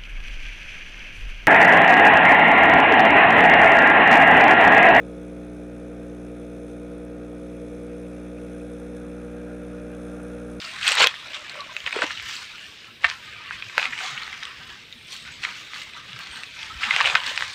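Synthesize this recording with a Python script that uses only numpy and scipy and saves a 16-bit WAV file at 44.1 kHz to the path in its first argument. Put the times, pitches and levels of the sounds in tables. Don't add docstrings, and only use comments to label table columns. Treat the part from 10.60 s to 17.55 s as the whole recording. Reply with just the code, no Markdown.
import sys
import numpy as np
from scipy import signal
from scipy.io import wavfile
from scipy.ndimage import uniform_filter1d, minimum_filter1d

SR = 44100
rng = np.random.default_rng(int(sys.argv[2]) if len(sys.argv) > 2 else 0)


def waveform_to_disk(signal):
    frames = np.transpose(np.atleast_2d(signal))
    scaled = np.clip(frames, -1, 1) * 32767
    samples = np.round(scaled).astype(np.int16)
    wavfile.write(sys.argv[1], SR, samples)


N = 306390

# (frequency [Hz], level per Hz [dB])
LITTER_TONE = [(150, -54), (250, -23.5), (360, -36.5), (399, -18), (436, -20), (483, -8), (627, -11.5),
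               (1100, 0), (2600, 2.5), (3620, -1.5), (5300, -12), (7360, -18.5), (10600, -28.5),
               (15800, -30.5)]


def from_db(db):
    return 10 ** (np.asarray(db) / 20)


def rms_one(x):
    return x / np.sqrt(np.mean(x ** 2) + 1e-20)


def in_time(rows):
    s, *columns = np.transpose(rows)
    return [np.interp(np.arange(N) / SR, s, c) for c in columns]


def at_hz(points, hz, column=1):
    points = np.array(points)
    return np.interp(np.log(hz), np.log(points[:, 0]), points[:, column])


def band(x, low, high, order=2):
    return signal.sosfilt(signal.butter(order, [low, min(high, .45 * SR)], "band", fs=SR, output="sos"), x)


def drift(rate_hz):
    r = np.exp(-40 * np.pi * rate_hz / SR)
    noise = rng.standard_normal(N // 20 + 2002)
    slow = signal.lfilter([1], [1, -2 * r, r * r], noise)[2000:]
    return np.interp(np.arange(N) / 20, np.arange(len(slow)), rms_one(slow))


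def ring(hz, t60, rise_cycles):
    t = np.arange(2000) / SR
    return from_db(-60 * t / t60) * (1 - np.exp(-t * hz / rise_cycles)) * np.sin(2 * np.pi * hz * t)


def clicks_in_band(rows, low_hz, high_hz, edge_low_hz, edge_high_hz, gain_db):
    clicks = np.zeros(N)
    clicks[[round(s * SR) for s, db in rows]] = from_db(np.array(rows)[:, 1] + gain_db)
    return band(band(clicks, low_hz, high_hz), edge_low_hz, edge_high_hz)


def treble_clicks(rows, low_hz, high_hz):
    return clicks_in_band(rows, low_hz, high_hz, 0.89 * low_hz, 0.72 * high_hz, gain_db=24.0)


def husky_notes(rows, width_hz, fade):
    out, a, b = np.zeros(N), drift(width_hz), drift(width_hz)
    for start, end, hz0, hz1, db in rows:
        at = slice(round(start * SR), round(end * SR))
        part = np.linspace(0, 1, at.stop - at.start)
        phase = 2 * np.pi * np.cumsum(hz0 + (hz1 - hz0) * part) / SR
        shape = np.sqrt(np.clip(9.8 * part, 0, 1)) * (1 - part) ** fade
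        out[at] += from_db(db) * shape * (a[at] * np.sin(phase) + b[at] * np.cos(phase))
    return out


def bumps(length_s):
    # (time [s], peak level [dB],
    # frequency [Hz])
    swells = [(0.42, -46.5, 169), (1.25, -48, 70), (1.274, -52, 109), (1.599, -48, 102), (1.64, -47, 65),
              (2.73, -51, 70), (5.501, -47, 189), (5.599, -54, 173), (6.49, -45, 65), (1.679, -50, 115),
              (2.46, -42.5, 73.0), (3.07, -43.5, 109), (3.294, -47, 246), (3.538, -43.5, 134),
              (4.37, -49, 236), (5.551, -42, 123), (5.71, -46, 65.0), (6.171, -36.5, 62.3), (6.249, -46, 86),
              (6.284, -43, 220), (6.346, -46.5, 142), (6.449, -44.5, 111), (6.548, -42, 155),
              (6.686, -47, 254)]
    out, t = np.zeros(N), np.arange(-4000, 4000) / SR
    for (s, db, hz), turn in zip(swells, rng.random(len(swells))):
        i = round(s * SR)
        wave = np.sin(2 * np.pi * (hz * t * (1 - 1.2 * t) + turn))
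        out[i - 4000:i + 4000] += from_db(db) * np.exp(-(t / length_s) ** 2) * wave
    return out


def air(patchy_db):
    # (frequency [Hz], level per Hz [dB])
    air_tone = [(15, -41), (25, -15), (152, -5.5), (672, -13), (1060, -50), (1360, -24), (1470, -25),
                (2810, -0.5), (3490, -8), (4820, -17), (6310, -33), (15800, -22)]
    edges, white, hiss = 22 * 2 ** np.arange(0, 9.6, .5), rng.standard_normal((3, N)), 0
    for k, (low, high) in enumerate(zip(edges, edges[1:])):
        level = from_db(at_hz(air_tone, np.sqrt(low * high)) + patchy_db * drift(7.8))
        hiss = hiss + level * band(white[k % 2], low, high)
    lumps = rms_one(band(white[2], 50, 155) * from_db(5.2 * drift(4.5)))
    return from_db(-48.5) * rms_one(hiss) + from_db(-60.5) * lumps


def birds():
    # (start [s], end [s], start pitch [Hz], end pitch [Hz], level [dB])
    calls = [
        (.065, .19, 8500, 8450, -53),
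        (2.0, 2.2, 8800, 8340, -65),
        (4.35, 4.5, 9300, 9550, -68),
        (4.5, 4.56, 8800, 8500, -58),
        (4.59, 4.69, 8200, 8020, -53),
        (4.715, 4.79, 7800, 7600, -54),
        (4.715, 4.78, 6600, 6500, -54),
        (5.705, 5.87, 8500, 8500, -52.5),
        (6.93, 6.947, 8600, 8600, -47),
    ]
    return husky_notes(calls, 190.0, fade=0.69)


def trees(x, t60, start_s):
    t = np.arange(int(.3 * SR)) / SR
    tail = band(rng.standard_normal(len(t)), 240, 6000) * from_db(-60 * t / t60) * (t > start_s)
    return signal.fftconvolve(x, tail / np.sqrt(np.sum(tail ** 2)))[:N]


def drags():
    # (start [s], end [s], start pitch [Hz], end pitch [Hz], level [dB])
    hollow_drags = [
        (.04, .14, 639, 670, -50),
        (.65, .74, 618, 618, -49.5),
        (.76, .83, 604, 583, -49.5),
        (.93, 1.02, 562, 601, -44.5),
        (1.04, 1.2, 600, 629, -53.5),
        (3.4, 3.47, 756, 755, -41),
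    ]
    return husky_notes(hollow_drags, 51.0, fade=0.21)


def streaks():
    # (start [s], end [s], start pitch [Hz], end pitch [Hz], level [dB])
    narrow_streaks = [(.99, 1.05, 1159, 1080, -40.5), (1.09, 1.13, 1040, 990, -45.5),
                      (1.935, 1.97, 1400, 1440, -43), (2.0, 2.09, 1604, 1890, -46),
                      (2.25, 2.34, 1300, 1340, -53), (2.3, 2.4, 2690, 2800, -60),
                      (4.405, 4.46, 2570, 2630, -57), (4.44, 4.48, 3450, 3420, -48),
                      (4.66, 4.73, 1463, 1590, -45), (4.99, 5.08, 1190, 1245, -52.5),
                      (5.1, 5.2, 1255, 1140, -48), (5.36, 5.46, 1243, 1193, -45),
                      (6.1, 6.13, 1300, 1300, -39), (6.24, 6.35, 852, 798, -44)]
    return husky_notes(narrow_streaks, 52.0, fade=0.46)


def fine_ticks():
    # (time [s], peak level [dB])
    thin_edges = [(0.2788, -38), (0.2897, -38), (0.3189, -26), (0.3524, -26), (0.4229, -24), (0.471, -16),
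                  (1.1666, -42), (1.6249, -38), (1.7656, -42), (2.4486, -43), (3.1802, -25), (4.5661, -51),
                  (5.5918, -36), (5.7594, -44.0), (6.363, -36), (6.5528, -29), (6.6641, -38)]
    return treble_clicks(thin_edges, 10700, 18400)


def crisp_cracks():
    # (time [s], peak level [dB])
    curled_leaves = [(0.2666, -24), (0.2899, -11), (0.3328, -18), (0.3555, -24), (0.3946, -12),
                     (0.4228, -9), (0.4292, -12), (0.4339, -10), (0.7212, -36), (0.9196, -33),
                     (1.1644, -33), (1.3075, -36), (1.4203, -31), (1.4354, -28), (1.6248, -51),
                     (3.2178, -35), (3.4154, -28), (3.7259, -35), (3.9779, -47), (4.5664, -30),
                     (4.8394, -46), (4.8669, -44), (6.4627, -40), (6.518, -26), (6.8179, -34)]
    return treble_clicks(curled_leaves, 7400, 10400)


def pops(low_hz, high_hz, gain_db):
    # (time [s], peak level [dB])
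    stems = [(.2787, -5), (0.289, -3), (.319, -7), (.3262, -2), (.3804, -4), (.4711, 3.5), (1.42, -7),
             (1.467, -18), (2.4677, -12), (2.4999, -4.5), (3.1803, 0.5), (3.438, -20), (3.8333, -14),
             (4.8387, -9), (5.5904, -15), (5.835, -18), (6.3633, 0.5), (6.41, -1.5), (6.4992, -18),
             (6.5531, 1.5), (6.5565, -3), (6.6415, -16), (6.663, -9), (6.7765, -1.5), (6.8078, -11),
             (6.8248, -12)]
    return clicks_in_band(stems, low_hz, high_hz, 0.48 * low_hz, 1.22 * high_hz, gain_db)


def thuds():
    # (time [s], peak level [dB], pitch [Hz])
    hollow_leaves = [(0.292, -31, 503), (0.314, -22, 550), (0.403, -14, 605), (0.418, -13, 500),
                     (0.442, -20, 470), (0.463, -19, 520), (1.364, -15, 418), (1.39, -22, 490),
                     (1.422, -20.5, 500), (1.438, -21.5, 304), (3.179, -16, 580), (6.365, -19, 770),
                     (6.553, -37, 706), (6.713, -26.5, 584)]
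    out = np.zeros(N + 2000)
    for s, db, hz in hollow_leaves:
        i = round(s * SR)
        out[i:i + 2000] += from_db(db + 2.0) * ring(hz, 12.5 / hz, 0.68)
    return out[:N]


def crumples(spread_db):
    # (time [s], level [dB], centre frequency [Hz], length [ms])
    crumpling_leaves = [(0.229, -26.5, 3030, 10), (.298, -18, 2480, 5.1), (.41, -17, 2800, 26),
                        (.444, -22, 2500, 5.1), (0.465, -21, 2900, 5.9), (.75, -32.5, 3240, 10),
                        (1.006, -34, 3700, 4.2), (1.277, -23.5, 2100, 9), (2.513, -27, 2300, 3.1),
                        (3.196, -21, 2100, 6.8), (3.218, -37, 2380, 5.5), (3.256, -23, 2500, 3.7),
                        (3.332, -27, 2040, 14), (4.683, -43, 1490, 19), (4.835, -27, 2400, 4.6),
                        (4.85, -25, 2280, 4.5), (6.238, -22.5, 2570, 12), (6.309, -14.5, 2200, 2.5),
                        (6.34, -25, 2580, 6.6), (6.456, -18, 2560, 12), (6.47, -24, 2430, 6),
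                        (6.487, -18, 2680, 4.1), (6.667, -20, 3750, 2.2), (6.677, -27, 2200, 5.9),
                        (6.696, -28, 3020, 8), (6.805, -35, 1500, 3.6), (.27, -21.5, 3340, 10),
                        (.426, -16, 2980, 13), (0.384, -19, 2900, 17), (3.58, -31, 2400, 18),
                        (5.22, -43, 3100, 14), (1.267, -27, 2580, 4.3), (1.421, -17, 1600, 3.1),
                        (1.441, -22, 2300, 6.2)]
    breaks_per_s, width = 5000, 1.24
    out, t = np.zeros(N + 2000), np.arange(-1000, 1000) / SR
    chances = rng.random((len(crumpling_leaves), 2, 2000))
    for (s, db, hz, ms), (born, size) in zip(crumpling_leaves, chances):
        sizes = np.sign(size - .5) * from_db(spread_db * abs(2 * size - 1))
        breaks = sizes * (born < breaks_per_s / SR)
        rush = rms_one(band(breaks, hz / width, hz * width))
        i = round(s * SR)
        out[i - 1000:i + 1000] += from_db(db) * rush * np.exp(-(2e3 * t / ms) ** 2)
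    return out[:N]


def snap_list():
    # (time [s], peak level [dB], ring pitch [Hz], sharp edge level [dB])
    brittle = [(0.231, -12, 2920, -10), (0.278, -1.5, 3360, 2.5), (.319, -3.5, 2840, 4),
               (.326, -6.5, 2050, 6), (.3522, -10, 4040, 6), (0.4189, 5, 2770, -10), (0.442, 4, 2570, -10),
               (0.4712, 3.5, 3300, -15), (0.7451, -15, 3500, -27), (.896, -17, 4220, -5),
               (1.166, -7.5, 2610, -16), (1.3266, -10, 2470, -8), (1.3293, -10, 2380, -10),
               (1.361, -11, 1450, -3), (1.3887, -10, 1400, -15), (1.411, -21, 2830, 4),
               (1.766, -13.5, 4650, -18), (2.245, -26, 2620, -16), (2.4998, -24, 2840, -14),
               (3.255, -8.5, 2550, -19), (3.378, -15, 2260, -11), (3.463, -16, 3980, -14),
               (3.853, -14.5, 3360, -9), (4.075, -28.5, 2640, -5), (5.59, -34, 2870, -13.5),
               (5.8344, -14.5, 2700, -11), (6.03, -16, 3250, -4), (6.3635, -1.5, 2050, -15),
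               (6.664, -15.5, 3000, 4), (6.763, -18.5, 5100, 1)]
    # (time [s], peak level [dB], ring pitch [Hz])
    twigs = [(0.4645, -5, 2950), (0.5415, -14.5, 1940), (0.7333, -17, 3190), (1.2635, -6, 2770),
             (1.2775, -13, 2060), (1.4368, -10, 2330), (1.4667, -24, 3310), (1.598, -12, 2370),
             (1.6975, -15, 3450), (2.444, 12.5, 1970), (2.4484, 6.5, 1920), (2.4674, -18, 1910),
             (3.098, -17, 2090), (3.1797, 9, 1680), (3.2286, -4, 2600), (3.833, -11, 3850),
             (4.0945, -24, 2770), (4.8378, -8, 2480), (4.889, -15, 2250), (5.1343, -12.5, 2030),
             (5.5312, -18.5, 3500), (6.3933, -6, 1900), (6.4438, -4, 1740), (6.4738, 1, 2500),
             (6.5524, 7.5, 2400), (6.5556, 8.5, 1650), (6.571, -7, 3250), (6.636, -11, 3060),
             (6.7765, -3, 2840), (6.8079, -5.5, 1940)]
    # (time [s], peak level [dB], ring pitch [Hz])
    broad = [(0.05, -18, 4600), (1.006, -22, 4160), (1.018, -23.5, 1170), (1.2036, -19.5, 3130),
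             (1.275, -15.5, 1800), (1.4219, -3.5, 1620), (1.507, -13, 1800), (1.574, -18, 2960),
             (2.4374, -17, 2080), (2.9088, -13.5, 1650), (3.024, -14.5, 2500), (3.1976, -17, 2450),
             (3.617, -21, 1980), (3.6333, -20, 4320), (3.7284, -18, 2100), (3.828, -17, 1870),
             (4.326, -21, 3730), (4.8505, -9.5, 2270), (6.233, -7.5, 2250), (6.239, -12, 2060),
             (6.3104, -4, 2080), (6.404, -3.5, 1770), (6.4085, -2, 1160), (6.415, -5.5, 2630),
             (6.4992, -8, 2520), (6.5446, -12, 1330), (6.5772, -14, 1860), (6.602, -16.5, 3020),
             (6.8233, -6.5, 1800), (6.8565, -24, 2130)]
    # (time [s], peak level [dB], ring pitch [Hz])
    strays = [(0.213, -19, 1820), (0.3716, -3.5, 1880), (0.6115, -28, 3540), (0.6574, -24, 1610),
              (0.7063, -23, 2780), (0.719, -26, 2820), (0.865, -28, 1560), (0.955, -18, 1170),
              (1.0999, -31, 2420), (1.2418, -25, 2190), (1.3086, -16, 2200), (1.3468, -17, 1740),
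              (1.624, -22, 1680), (1.982, -24, 2220), (2.8604, -30, 2280), (3.149, -30, 1750),
              (3.3892, -13, 2500), (3.437, -18, 4550), (3.6778, -17.5, 1970), (4.1558, -29.5, 1490),
              (4.411, -30, 2400), (4.4504, -37, 3510), (4.519, -27, 3440), (4.6518, -24, 2080),
              (4.9844, -28, 3650), (5.1612, -24, 1920), (5.3353, -20.5, 2580), (5.372, -25.5, 1290),
              (5.607, -24, 1570), (5.759, -21, 4100), (5.7767, -22, 1650), (5.9903, -28, 2480),
              (6.108, -27, 1300), (6.641, -23, 1840), (6.8454, -21, 2100)]
    rows = [(*row, .0055) for row in brittle]
    rows += [(*row, -35, 0.003794) for row in twigs]
    rows += [(*row, -36, .0095) for row in broad]
    rows += [(*row, -11, 0.0051) for row in strays]
    return rows


def snaps(second_db, edge_db):
    tear_share, tear_loss_db = .4, 10
    out, edges = np.zeros(N + 4000), np.zeros(N)
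    rows = snap_list()
    for (s, db, hz, sharp_db, t60), (a, b, c) in zip(rows, rng.random((len(rows), 3))):
        i, size = round(s * SR), np.sign(a - .5) * from_db(db)
        above = ring(hz * (1.135 + 0.68 * b), 0.64 * t60, 0.23)
        below = ring(hz * (0.48 + 0.12 * c), 0.35 * t60, 0.38)
        crack = size * from_db(-1.0) * (ring(hz, t60, 0.29) + from_db(second_db) * (above - below))
        for k, gap in enumerate(np.cumsum([0, 0.408 + a, 0.42 + c]) * tear_share * t60):
            j = i + round(gap * SR)
            out[j:j + 2000] += crack * from_db(-tear_loss_db * k) * np.sign(b - .5) ** k
        splinters = np.array([1, 2 * b - 1, 2 * c - 1, a, b - c, a - b])
        edges[i + 4:i + 70:13] += size * from_db(sharp_db + edge_db - 5.0) * splinters
    body = band(band(out[:N], 670, 5040), 470, 6100)
    return body + band(band(edges, 5300, 12500), 7700, 8500)


def pockets(level, per_s, t60):
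    pitches = np.geomspace(700, 3800, num=22)
    cracks = (rng.random(N) < per_s / SR) * rng.uniform(0.12, 1.16, N) * level
    dealt, r, out = rng.integers(0, len(pitches), N), from_db(-60 / (t60 * SR)), 0
    for k, hz in enumerate(pitches):
        w = 2 * np.pi * hz / SR
        hits = cracks * (dealt == k) + 1e-18
        ringing = signal.lfilter([0, np.sin(w)], [1, -2 * r * np.cos(w), r * r], hits)
        out = out + from_db(1.22 * at_hz(LITTER_TONE, hz)) * ringing
    return out


def nearness():
    # (start [s], end [s], lift [dB])
    brushes = [
        (0.202, 0.332, 18),
        (0.685, 0.75, -9),
        (1.636, 1.83, 39),
        (3.354, 3.506, 32),
        (4.476, 4.594, 66),
        (4.973, 5.008, 41),
        (5.144, 5.246, 36),
        (5.588, 5.63, 34),
        (5.77, 5.797, 8),
        (6.543, 6.95, 13),
    ]
    edge_s, far_db = 0.082, -35.5
    t = np.arange(N) / SR
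    near = far_db
    for start, end, db in brushes:
        near = near + db * np.clip(np.minimum(t - start, end - t) / edge_s + .5, 0, 1)
    return near


def tread():
    # (time [s], crunch level [dB], crispness [dB], weight [dB])
    shuffle = [(0, -35.5, -5.5, -27), (.18, -34.5, -11, -30), (.6, -39.5, -10, -14),
               (.9, -36.5, -17.5, -13), (1.5, -40, -8.5, -28), (1.77, -39.5, -8.5, -35),
               (2.12, -44.5, -5.5, -29), (2.4, -52, -20, -37), (2.65, -39.5, -15, -59),
               (2.9, -34.5, -20.5, -38), (3.12, -40.5, -8.5, -41), (4.0, -42, -13, -51),
               (4.3, -53.5, -12, -44), (4.65, -45, -4, -33), (5.04, -43.5, -4.5, -45),
               (5.45, -42, -16.5, -18), (5.9, -40.5, -10.5, -47), (6.947, -40, -3, -28)]
    # (time [s], crunch level [dB], swell [ms], settle [ms], big-leaf weight [dB])
    steps = [(0.285, -18.5, 82, 190, -19), (0.405, -15.5, 57, 89, 4.5), (0.443, -15, 79, 23, 3.5),
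             (1.271, -30.5, 26, 47, 2), (1.364, -28, 69, 185, 11), (1.43, -24, 39, 60, 13),
             (2.451, -25, 38, 52, -7), (3.191, -27, 38, 82, 8), (3.255, -23.5, 160, 50, -7),
             (3.437, -31, 280, 1050, -12.5), (4.846, -30, 41, 33, -19), (6.239, -23, 78, 290, -27),
             (6.338, -26.5, 61, 120, -3), (6.405, -22.5, 220, 31, 1), (6.465, -19.5, 120, 220, 1),
             (6.674, -27, 60, 130, -6), (6.82, -33, 210, 210, -1)]
    # (time [s], crunch level [dB], swell [ms], settle [ms])
    scuffs = [(.749, -32, 48, 94), (1.515, -32.5, 62, 38), (2.267, -43.5, 160, 280), (2.49, -29.5, 22, 160),
              (3.331, -36, 63, 28), (3.84, -37, 41, 180), (4.526, -43.5, 62, 110), (4.66, -42, 23, 220),
              (5.0, -50, 20, 92), (.9, -39.5, 15, 140), (.96, -41, 18, 220), (1.11, -53, 40, 100),
              (1.7, -37.5, 190, 250), (2.92, -35.5, 30, 130), (4.09, -41, 33, 290), (5.6, -44, 40, 100),
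              (4.871, -32.5, 19, 250), (5.169, -38, 180, 180), (5.374, -37, 31, 33), (5.79, -37, 1250, 140),
              (6.032, -36, 200, 390)]
    # (time [s], crispness [dB])
    dryness = [
        (.3, -12),
        (3.2, -17),
        (4.8, -8),
        (6.42, -15.5),
        (6.7, -10.5),
    ]
    scuff_weight_db, scuff_crisp_db = -13, -12.5
    swing_db = 20
    t, (level_db, crisp_db, far_weight_db) = np.arange(N) / SR, in_time(shuffle)
    power = from_db(2 * level_db)
    weight, crisp = power * far_weight_db, power * crisp_db
    presses = [(*row, np.interp(row[0], *np.transpose(dryness))) for row in steps]
    presses += [(*row, scuff_weight_db, scuff_crisp_db) for row in scuffs]
    for s, db, swell_ms, settle_ms, weight_db, press_crisp_db in presses:
        away = 1e3 * np.maximum((s - t) / swell_ms, (t - s) / settle_ms)
        press = from_db(2 * (db - swing_db * away))
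        power = power + press
        weight = weight + press * weight_db
        crisp = crisp + press * press_crisp_db
    return np.sqrt(power), (weight / power, crisp / power, nearness())


def clumps(per_s, t60, depth):
    starts = (rng.random(N) < per_s / SR) * np.minimum(rng.exponential(1, N), 2)
    falls = signal.lfilter([1], [1, -from_db(-60 / (t60 * SR))], starts + 1e-18)
    return (1 + depth * falls) / np.mean(1 + depth * falls)


def crunch(level, colour_db, per_s, spread_db, rustle, patchy_db):
    usual_db = [-7, -17.5, -33]
    # (frequency [Hz], weight share [1], crispness share [1], nearness share [1])
    reach = [(550, 1, 0.14, 0.23), (1300, 0.02, 0.16, 0.042), (3160, 0.035, 0.45, 0.12),
             (5100, 0.055, 0.96, 0.18), (9650, 0.0011, 0.69, 0.19), (10140, 0.0051, 0.96, 0.25)]
    # (frequency [Hz], share of the faintness lost [1])
    thinning = [(600, 0.018), (900, 0.3), (1300, 0.53), (1900, 0.27), (2600, 0.078)]
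    faint_start_db, faint_patch = -34, 0.022
    clump = clumps(per_s=220, t60=.02, depth=.7)
    sizes = from_db(spread_db * np.minimum(rng.exponential(1, N), 4.5)) * rng.choice([-1, 1], N)
    cracks = rms_one(sizes * (rng.random(N) < per_s * clump / SR))
    edges = 250 * 2 ** np.arange(0, 6.01, 1 / 5)
    centre = rng.integers(-2, len(edges) + 1, N)
    white, out = rng.standard_normal((2, N)) * np.sqrt(clump), 0
    faint_db = np.maximum(faint_start_db - 20 * np.log10(level), 0)
    for k, (low, high) in enumerate(zip(edges, edges[1:])):
        hz = np.sqrt(low * high)
        heard_cracks = cracks * (abs(centre - k) <= 2) * np.sqrt(len(edges) / 5)
        source = heard_cracks + rustle * white[k % 2]
        shift_db = sum(at_hz(reach, hz, column=c + 1) * (colour_db[c] - usual_db[c]) for c in range(3))
        tone_db = at_hz(LITTER_TONE, hz) + shift_db - at_hz(thinning, hz) * faint_db
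        patches_db = patchy_db * (1 + faint_patch * faint_db) * drift(5.3)
        out = out + from_db(tone_db + patches_db) * band(source, low, high, order=3 if k < 14 else 2)
    return level * from_db(-1.95) * out / np.sqrt(np.mean(band(out, 710, 7500) ** 2))


def scene():
    background = air(patchy_db=2.0) + bumps(length_s=0.015) + birds()
    breaks = snaps(second_db=-6.5, edge_db=11.5) + crisp_cracks() + crumples(spread_db=29.0)
    breaks += pops(low_hz=1300, high_hz=4800, gain_db=10.0)
    level, colour_db = tread()
    litter = crunch(level, colour_db, per_s=1500.0, spread_db=3.0, rustle=1.0, patchy_db=2.0)
    litter += from_db(-6) * pockets(level, per_s=150, t60=.13)
    feet = litter + breaks + thuds() + fine_ticks() + drags() + streaks()
    scatter = from_db(-17.5) * trees(breaks, t60=0.12, start_s=0.0029)
    return (feet + scatter + background)[None]


def roll_off(x):
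    return signal.sosfilt(signal.butter(12, 16240, fs=SR, output="sos"), x)


def record(dry):
    below = signal.sosfiltfilt(signal.butter(8, 9350, fs=SR, output="sos"), dry)
    heard = below + from_db(-9.0) * (dry - below)
    room_left = np.minimum(1, .99 / (abs(heard) + 1e-9))
    gain = uniform_filter1d(minimum_filter1d(room_left, size=41), size=21)
    cut = signal.sosfilt(signal.cheby2(10, 30, 16000, fs=SR, output="sos"), heard * gain)
    return roll_off(cut)


dry = scene()
out = record(dry)
waveform_to_disk(out)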